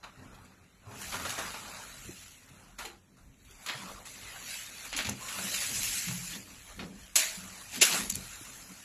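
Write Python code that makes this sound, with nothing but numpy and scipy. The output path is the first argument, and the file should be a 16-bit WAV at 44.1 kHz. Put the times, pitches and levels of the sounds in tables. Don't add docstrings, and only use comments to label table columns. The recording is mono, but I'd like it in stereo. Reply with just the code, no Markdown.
import sys
import numpy as np
from scipy import signal
from scipy.fft import rfft, irfft, next_fast_len
from scipy.io import wavfile
from scipy.ndimage import uniform_filter1d, map_coordinates

SR = 44100
rng = np.random.default_rng(int(sys.argv[2]) if len(sys.argv) > 2 else 0)


def transcribe(u):
    v = np.clip(np.atleast_2d(u).T, -1, 1)
    q = np.round(v * 32767).astype(np.int16)
    wavfile.write(sys.argv[1], SR, q)


def amplitude_ratio(level_db):
    exponent = np.asarray(level_db, float) / 20
    return 10 ** exponent


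N = 389844

# (time [s], left-right level [dB])
TURN = [(0, -5), (1.0, -6.5), (1.3, -2.5), (1.8, -3), (2.2, -6), (2.75, -2), (3.2, 2), (4.6, -7),
        (5.1, -3.5), (6.3, -7), (6.8, -1), (7.2, 0), (7.8, -2), (8.2, -4), (8.84, -3.5)]


def unit(x):
    return x / np.sqrt(np.mean(x ** 2) + 1e-20)


def along(points, hz):
    f, v = np.transpose(points)
    return np.interp(np.log(hz + 1), np.log(f + 1), v)


def curves(rows):
    s, *cols = np.transpose(rows)
    return [np.interp(np.arange(N) / SR, s, c) for c in cols]


def wobble(rate):
    grid_s = np.arange(0, N / SR + .01, .001)
    knots = rng.standard_normal(int(N * rate / SR) + 4)
    return np.interp(np.arange(N) / SR, grid_s, map_coordinates(knots, [grid_s * rate]))


def patches(shape, bins, frames):
    field = uniform_filter1d(rng.standard_normal(shape), bins, -2)
    return unit(uniform_filter1d(field, frames, -1))


def swells(rows, rise_s, bend):
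    t = np.arange(0, N / SR + .01, .001)
    power = 0
    for s, db, fall_s, *layer_db in rows:
        away = np.where(t < s, (s - t) / (rise_s or fall_s), (t - s) / fall_s)
        level_db = db - 20 * away ** bend
        power = power + amplitude_ratio(np.add.outer([0, *layer_db], level_db)) ** 2
    return np.array([np.interp(np.arange(N) / SR, t, p) for p in power])


def filtered(x, response):
    m = next_fast_len(N + SR // 2)
    return irfft(rfft(x, m) * response(np.fft.rfftfreq(m, 1 / SR)), m)[..., :N]


def coloured(x, spectrum):
    return filtered(x, lambda hz: unit(amplitude_ratio(along(spectrum, hz))))


def pan(db):
    return amplitude_ratio(np.array([db / 2, -db / 2]))


def ports(pair, lag_s, near=0):
    # (frequency [Hz], left-right likeness [0-1])
    alike = [(40, 0.5), (200, 0.823), (600, 1), (1500, 0.22), (5000, 0.097), (12000, 0.17)]
    m = next_fast_len(N + 4096)
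    hz = np.fft.rfftfreq(m, 1 / SR)
    likeness = near + (1 - near) * along(alike, hz)
    angle = np.arccos(np.clip(likeness, -1, 1)) / 2
    mid, side = rfft(pair, m) * [np.cos(angle), np.sin(angle)]
    late = np.exp(-1j * np.pi * hz * lag_s)
    return irfft(np.array([(mid + side) * late, (mid - side) / late]), m)[:, :N]


def hush():
    # (frequency [Hz], level [dB per Hz])
    air = [(90, -29), (150, -0.5), (263, -5.5), (684, -16.5), (1220, -16), (3400, -22.5), (7400, -19),
           (13000, -28.5)]
    return amplitude_ratio(-65 + 0.52 * wobble(8.9)) * coloured(rng.standard_normal((2, N)), air)


def hand_shake():
    # (time [s], level [dB])
    unrest = [(0.0, -60.5), (0.81, -69.5), (1.23, -56), (1.72, -65.5), (5.02, -64.5), (5.07, -66),
              (5.19, -73), (5.24, -52), (5.39, -69), (5.91, -48.5), (5.98, -74), (6.03, -58.5), (7.8, -64),
              (7.85, -78), (8.0, -54), (8.84, -69.5)]
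    # (frequency [Hz], level [dB per Hz])
    rumble = [(12, -28), (25, -4.5), (50, 5), (75, -8.5), (120, -39)]
    noise = amplitude_ratio(4.1 * wobble(7.4)) * rng.standard_normal((2, N))
    return amplitude_ratio(curves(unrest)[0]) * coloured(noise, rumble)


def boom(modes):
    def wood(f):
        return sum((-1) ** k * amplitude_ratio(db) * 1j * f * width / (hz * hz - f * f + 1j * f * width)
                   for k, (hz, width, db) in enumerate(modes))
    return unit(filtered(amplitude_ratio(2.1 * wobble(14)) * rng.standard_normal((2, N)), wood))


def stairs():
    # (time [s], tread level [dB], time to lose 20 dB [s], joist level [dB])
    loads = [(.2, -52, 0.4, -2.5), (.91, -52.5, 0.76, -0.5), (1.16, -47.5, 0.4, -3.5),
             (1.28, -57.5, 1.4, -3), (1.63, -52, 0.24, -8), (2.09, -47, 0.06, -4), (2.5, -60, 0.5, -5),
             (3.8, -53, 0.66, -6), (4.4, -63.5, 2.5, -6.5), (4.99, -55, 1, -19), (5.1, -39, 0.14, -4),
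             (5.4, -49, 0.47, -5), (5.72, -48.5, 0.7, -6.5), (6.1, -44.5, 0.1136, -10.5),
             (6.36, -50, 0.32, -11), (6.81, -42.5, 0.21, -14.5), (7.41, -57.5, 0.6, -1.5),
             (7.78, -43, 0.18, -16), (7.95, -40, .22, -12), (8.17, -44.5, 0.15, -1.5),
             (8.49, -55, 0.26, -12), (8.72, -53, 0.04, -19)]
    # (frequency [Hz], width [Hz], level [dB])
    tread_modes = [(183, 22.4, 2.5), (205.3, 22.2, 2.5), (256, 17.6, 1.5), (380, 280, -12.5)]
    # (frequency [Hz], width [Hz], level [dB])
    joist_modes = [(88.7, 6.8, 4.5), (128.5, 16, 1)]
    rest_db = -67.5
    tread, joist = np.sqrt(swells(loads, rise_s=0.052, bend=1.02) + amplitude_ratio(rest_db) ** 2)
    steps = amplitude_ratio(-1.0) * (tread * boom(tread_modes) + amplitude_ratio(1.8) * joist * boom(joist_modes))
    low = ports(steps + hand_shake(), lag_s=.0001) + knocks()
    return low * pan(3.8)[:, None]


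def crackle(rate, spread_db, hiss, patchy_db):
    slips = (rng.random(N) < rate / SR) * amplitude_ratio(spread_db * rng.exponential(size=N))
    decay = amplitude_ratio(-60 * np.arange(200) / SR / 0.0045)
    shape = np.convolve(slips, decay)[:N]
    force = np.sqrt(hiss + (1 - hiss) * unit(shape) ** 2)
    z = signal.stft(force * rng.standard_normal((2, N)), nperseg=512)[2]
    colour = amplitude_ratio(patchy_db * patches(z.shape[1:], bins=3, frames=6))
    return unit(signal.istft(z * colour, nperseg=512)[1][:, :N])


def debris(source, grit, plaster, dust):
    # (frequency [Hz], level [dB per Hz])
    grit_hz_db = [(900, -76), (1400, -14.5), (1800, -1.5), (2600, 1.5), (3300, -3.5), (4100, -3),
                  (4900, -6.5), (5800, -19.5), (7500, -39)]
    # (frequency [Hz], level [dB per Hz])
    plaster_hz_db = [(110, -43.5), (200, -7), (320, -13), (600, -2.5), (1000, 0.5), (1400, 3),
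                     (1900, -11.5), (3000, -58)]
    # (frequency [Hz], level [dB per Hz])
    dust_hz_db = [(200, -39), (3500, -30), (4800, -15), (5800, -5.5), (7100, 0.5), (8000, -2.5),
                  (10000, -5.5), (13000, -10)]
    return (grit * coloured(source, grit_hz_db)
            + plaster * coloured(source, plaster_hz_db)
            + dust * coloured(source, dust_hz_db))


def scuff():
    # (time [s], grit level [dB], time to lose 20 dB [s], plaster [dB], dust [dB])
    landings = [(.032, -53, 0.0953, 2, -13), (1.12, -47, 0.9, -3, 0.5), (2.787, -44, 0.1475, -2.5, -2.5),
                (3.17, -73, .15, 6, 3.5), (3.663, -41, 0.22, -9.5, -9), (4.055, -51, 0.26, -25, 3),
                (4.929, -42, 0.2221, -9, -19), (6.794, -43.5, 0.08, -5, -25), (6.83, -55, 0.05, -2, -22.5),
                (7.158, -28.5, 0.2, -18, 0), (7.814, -27.5, 0.15, -14, 0), (8.0, -43, .16, -9, 5),
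                (8.165, -50.5, 1.6, -9, 2)]
    # (middle time [s], grit level [dB], time to lose 20 dB each way [s], plaster [dB], dust [dB])
    drags = [(.3, -64.5, 0.4, 3.5, -4.5), (.92, -62, .1, 7, -6), (.46, -73, 4, -14, -11),
             (.75, -69.5, 6, -12, -7), (1.08, -47.5, .19, -6, 2), (1.4, -45, 0.435, -5, -1.5),
             (1.76, -48.5, 0.28, -4.5, -5.5), (2.05, -53.5, 0.56, -14.5, 0.5), (2.6, -62, 0.28, -2, -2),
             (3.55, -59, 0.22, -19, -2), (3.64, -56, .05, -29.5, 1), (3.85, -52, 0.32, -1, -0.5),
             (4.33, -48.5, 0.3155, -8.5, -3), (4.54, -43, 0.1893, -21.5, -1), (4.82, -48, 0.38, -13, -1.5),
             (5.0, -42, .06, -10, -6), (5.35, -42, 0.2453, -9.5, -0.5), (5.58, -39, 0.346, -17, 2),
             (5.9, -39, 0.36, -21.5, 3), (5.543, -39, .02, -20, -3), (5.63, -43, .06, -18, 2),
             (5.765, -43, .05, -20, 5), (5.85, -43, .045, -20, 6), (5.97, -46, .06, -20, 5),
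             (6.2, -49.5, 0.23, -12, 6), (6.335, -43.5, 0.1, -18.5, -2.5), (6.6, -55, 0.57, -11.5, 0),
             (6.71, -60, .04, 4, -8), (7.03, -56, 0.14, -10.5, -1), (7.5, -51.5, 0.53, -7.5, 1.5),
             (7.76, -41, 0.07, -17, -0.33), (7.94, -31, 0.11, -9, -1)]
    power = swells(landings, rise_s=0.0033, bend=1.48) + swells(drags, rise_s=None, bend=1.92)
    grit, plaster, dust = np.sqrt(power)
    source = crackle(rate=900, spread_db=2.2, hiss=0.78, patchy_db=3)
    source = ports(source, lag_s=0.0002055, near=.15)
    return pan(curves(TURN)[0]) * amplitude_ratio(0.78) * debris(source, grit, plaster * amplitude_ratio(3.0), dust * amplitude_ratio(3.0))


def snaps():
    # (time [s], peak level [dB], plaster [dB],
    # dust [dB])
    single_shards = [(0.038, -42.5, -8, -10), (0.341, -49.5, -10, -5.5), (0.447, -51.5, -9, -2.5),
                     (0.911, -47, -4, -8), (1.014, -40, -7, 3), (1.1223, -36, -6, -13),
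                     (1.1379, -31.5, 8, -10), (1.197, -36, 3, -6), (1.2503, -30, 3, -3), (1.258, -39, 7, -6),
                     (1.2927, -36, -10, 7), (1.303, -36, -8, 5), (1.379, -34, 4, -1), (1.387, -33, 5, -1.5),
                     (1.398, -39, 6, -4), (1.4598, -39, -4, -4), (1.5413, -34.5, 3, -17),
                     (1.8682, -51, -16, 0.5), (2.4874, -52.5, -6, 2), (2.7862, -36.5, -31, 0),
                     (2.8507, -33, -12, -2), (3.4471, -58, -20, 6), (3.508, -48.5, -15, 1.5),
                     (3.662, -39, -13, 8), (3.685, -23.5, -19.5, -12), (3.6952, -29.5, -3, -22),
                     (5.2829, -32.5, -18, 0),
        (5.3847, -33, 1.5, -12),
        (5.542, -23.5, -35, -4),
        (5.5752, -33, -26, -11),
        (6.0804, -29, -9, -6),
        (6.11, -40, 0, -9),
        (6.7914, -36, -3.5, -19.5),
    ]
    # (time [s], peak level [dB], plaster [dB], dust [dB], length [ms])
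    splinters = [(4.8472, -45, -2, 3, 25), (4.9275, -27, 0, -6, 3), (4.93, -36, -10, 10, 1.5),
                 (4.934, -27, -10, -12, 6), (4.947, -34, -8, -8, 8), (4.9640, -29, -23, 6, 7),
                 (4.974, -29, -15, 3, 10), (4.9889, -24, -2, -9, 5), (4.994, -29, -8, -6, 6),
                 (4.999, -28, -8, -12, 8), (5.005, -29, -8, -10, 9), (5.02, -35, -10, 0, 20),
                 (5.0463, -27, -12, -6, 5), (5.051, -27, -15, -8, 6), (5.06, -35, -6, -6, 18),
                 (5.0885, -25, 4, -2, 2.5), (5.093, -34, -5, 11, 5), (5.069, -39, -8, 4, 12)]
    # (time [s], peak level [dB], plaster [dB], dust [dB], length [ms])
    panes = [(5.109, -41, -8, 0, 8), (5.12, -43, -8, 0, 10), (7.156, -18, -13, 10, 5),
             (7.161, -19, -14, 10, 3.5), (7.165, -19, -16, 10, 3), (7.171, -30, -14, 8, 10),
             (7.18, -29, -14, 7, 8), (7.192, -27, -14, 5, 6), (7.205, -31, -14, 7, 10),
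             (7.799, -36, -18, -3, 10), (7.808, -32, -18, 0, 5), (7.811, -26, -18, 3, 5),
             (7.814, -17, -20, 7, 5), (7.8172, -9, -16, 3, 2), (7.82, -17, -16, 6, 5),
             (7.8225, -15, -16, 7, 6), (7.827, -15, -18, 7, 5), (7.833, -25, -14, 1, 5),
             (7.838, -25, -18, 0, 5), (7.85, -28, -14, 9, 16), (7.868, -24, -18, 6, 5),
             (8.047, -38, -12, 5, 5), (8.094, -36, -12, 6, 5), (8.097, -36, -20, 18, 4),
             (8.1, -36, -15, 25, 4), (8.109, -40, -10, 14, 5), (8.122, -38, -13, 12, 6),
             (8.136, -42, -16, 9, 6), (8.146, -38, -16, 8, 5), (8.153, -40, -12, 17, 3),
             (8.1555, -37, -12, 21, 2), (8.16, -48, -12, 14, 8)]
    whole = [(s, db, plaster_db, dust_db, 9.96 - 0.15 * (db + 35) - 0.13 * dust_db)
             for s, db, plaster_db, dust_db in single_shards]
    force = np.zeros((3, N + SR))
    ms = np.arange(SR // 14) * 1000 / SR
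    rise_ms = 1.3
    for s, db, plaster_db, dust_db, length_ms in [*whole, *splinters, *panes]:
        blow = amplitude_ratio(db - 3) * np.exp(-(ms / length_ms) ** 1.5) * (1 - np.exp(-ms / rise_ms))
        layers = amplitude_ratio(np.array([0, plaster_db, dust_db]))[:, None]
        force[:, round(s * SR):][:, :len(ms)] += layers * blow
    source = crackle(rate=4000, spread_db=2.2, hiss=.45, patchy_db=2)
    source = ports(source, lag_s=.0003, near=.4)
    return pan(curves(TURN)[0] - 0.2) * debris(source, *force[:, :N])


def walls(x):
    # (frequency [Hz], t60 [s])
    decay = [(200, 0.24), (1000, 0.26), (4000, 0.26), (12000, 0.13)]
    # (time [s], level [dB])
    answer = [
        (0, -5),
        (3.0, -5),
        (4.0, -6),
        (4.9, -9),
        (5.3, -7),
        (6.9, -6),
        (7.3, -6),
        (7.8, -8),
        (8.05, -18),
        (8.84, -18),
    ]
    hz, t, z = signal.stft(rng.standard_normal((2, SR // 2)), SR, nperseg=256)
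    tail = signal.istft(z * amplitude_ratio(-60 * t / along(decay, hz)[:, None]), SR, nperseg=256)[1]
    sent = np.pad(amplitude_ratio(curves(answer)[0]) * x, ((0, 0), (250, 0)))
    return signal.fftconvolve(sent, tail / np.linalg.norm(tail[0]), axes=1)[:, :N]


def knocks():
    # (time [s], peak level [dB], ring [Hz], t60 [s])
    blows = [(0.866, -35, 102.4, 0.35), (1.221, -33.5, 84, 0.3), (2.086, -30.5, 128.5, 0.063),
             (3.746, -36, 129, 0.24), (5.05, -38, 69, 0.45), (4.949, -37, 272.4, 0.38),
             (5.049, -36, 210, 0.23), (5.079, -37, 211, 0.25), (5.44, -30, 187, 0.162),
             (5.77, -39.5, 124, 0.34), (6.329, -42, 282, 0.19), (6.809, -34, 183, 0.22),
             (6.84, -30, 165, 0.12), (7.371, -36, 181, 0.46), (7.921, -30.5, 170.4, 0.3),
             (8.119, -33, 196.9, 0.35), (8.406, -45, 111, 0.22),
             (.88, -49.5, 406.4, 0.64), (2.5, -45, 132, 0.246), (2.8, -44, 880, .2), (2.845, -42, 790, .3),
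            (2.845, -45, 440, .3), (2.88, -44, 800, .2), (2.86, -43.5, 341, 0.325), (3.5, -52.5, 380, .2),
            (4.221, -45, 95, 0.386), (5.21, -41, 1045, 0.6), (5.27, -46, 1150, .6), (5.34, -46, 1220, .6),
            (2.091, -27, 329, 0.0376), (2.05, -39.5, 400, 0.027), (6.069, -30, 172, 0.8),
            (6.09, -33.5, 125.2, 0.7), (7.165, -38, 624, 0.58), (7.819, -20, 373, 0.068),
            (8.411, -29.5, 298, 0.024)]
    out, t = np.zeros(N + SR), np.arange(SR // 2) / SR
    for s, db, hz, t60 in blows:
        ring = np.sin(2 * np.pi * hz * t) + 0.74 * np.sin(2 * np.pi * hz * 1.07 * t)
        rise = 1 - np.exp(-t * hz / 1.42)
        out[round(s * SR):][:len(t)] += amplitude_ratio(db - 7.0 - 60 * t / t60) * rise * ring
    return out[:N]


def pings():
    # (time [s], peak level [dB], ring [Hz], t60 [s])
    shards = [(4.9635, -34, 6400, .04), (4.964, -38, 11200, .03), (4.968, -38, 3300, .05),
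              (5.047, -38, 6000, .05), (5.052, -36, 2700, .06), (5.093, -34, 11000, .03),
              (5.094, -36, 7400, .04), (5.576, -34, 3100, .04), (7.157, -24, 7800, .06),
              (7.158, -26, 4200, .05), (7.159, -24, 11500, .05), (7.167, -28, 13000, .04),
              (7.164, -26, 10300, .06), (7.826, -18, 10800, .03), (7.829, -18, 2400, .04),
              (8.099, -32, 12200, .04), (8.11, -40, 2100, .04), (8.114, -40, 12500, .02),
              (8.121, -40, 4600, .06), (8.137, -40, 4300, .07), (8.147, -39, 4400, .04)]
    out, t = np.zeros((2, N + SR)), np.arange(SR // 10) / SR
    late = t - np.array([[.0002], [0]])
    for s, db, hz, t60 in shards:
        ring = np.sin(2 * np.pi * hz * late) + .7 * np.sin(2 * np.pi * (hz + 170) * late)
        out[:, round(s * SR):][:, :len(t)] += amplitude_ratio(db - 60 * t / t60) * (1 - np.exp(-t / .001)) * ring
    return pan(curves(TURN)[0]) * out[:, :N]


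def scene():
    breaks = snaps() + pings()
    return hush() + stairs() + scuff() + breaks + walls(breaks)


def ducked(x):
    threshold_db, slope, window_s, bass_hz = -28, 2.36, .045, 150
    span = int(window_s * SR)
    loud = uniform_filter1d(np.mean(x ** 2, axis=0), span, origin=(span - 1) // 2)
    over_db = np.maximum(10 * np.log10(np.abs(loud) + 1e-12) - threshold_db, 0)
    bass = filtered(x, lambda hz: 1 / (1 + (hz / bass_hz) ** 6))
    x = x - bass * (1 - amplitude_ratio(-slope * over_db))
    return x / (1 + np.abs(x) ** 4) ** (1 / 4)


def starved(x):
    # (frequency [Hz], share of time the band is dropped [0-1])
    weak = [(2200, 0), (3400, .17), (4000, .08), (4600, .28), (5200, .36), (5700, .01), (8000, .03),
            (8400, .5), (9000, .85), (9400, .8), (9600, .03), (11000, .04), (13000, .09)]
    spares_loud = .055
    hz, t, z = signal.stft(x, SR, nperseg=1024)
    level_db = 10 * np.log10(np.mean(np.abs(z) ** 2, axis=(0, 1)) + 1e-14)
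    field = patches(z.shape[1:], bins=8, frames=6)
    field = field + spares_loud * (hz[:, None] < 8000) * level_db
    rank = np.argsort(np.argsort(field, axis=1), axis=1) / len(t)
    gain = np.where(rank < along(weak, hz)[:, None], amplitude_ratio(-41), 1)
    return signal.istft(z * gain, SR, nperseg=1024)[1][:, :N]


def pinched(x):
    # (time [s], length [s], lost above [Hz])
    pinches = [
        (4.925, .042, 11800),
        (4.97, .01, 12800),
        (7.146, .005, 10200),
        (7.796, .013, 8500),
        (7.817, .016, 12000),
        (8.107, .005, 9400),
        (8.129, .007, 8000),
    ]
    out = x.copy()
    for s, length_s, hz in pinches:
        span = slice(round((s - .005) * SR), round((s + length_s + .005) * SR))
        highpass = signal.butter(8, hz, "high", fs=SR, output="sos")
        treble = signal.sosfiltfilt(highpass, x[:, span])
        out[:, span] -= treble * signal.windows.tukey(treble.shape[1], .016 / (length_s + .01))
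    return out


def band_limit(x):
    return signal.sosfilt(signal.butter(12, 14390, fs=SR, output="sos"), x)


def record(dry):
    # (frequency [Hz], level [dB])
    case = [(8000, 0.5), (8500, -5.5), (8900, -8), (9400, -3), (9600, 0.5), (13050, 1.5), (13250, -40),
            (14000, -70)]
    # (frequency [Hz], left-right level [dB])
    lean = [(400, 1), (2500, 0.02), (8000, 1), (11000, -1.1)]
    heard = filtered(ducked(dry), lambda hz: amplitude_ratio(along(case, hz)) * pan(along(lean, hz)))
    return band_limit(pinched(starved(heard)))


dry = scene()
out = record(dry)
transcribe(out)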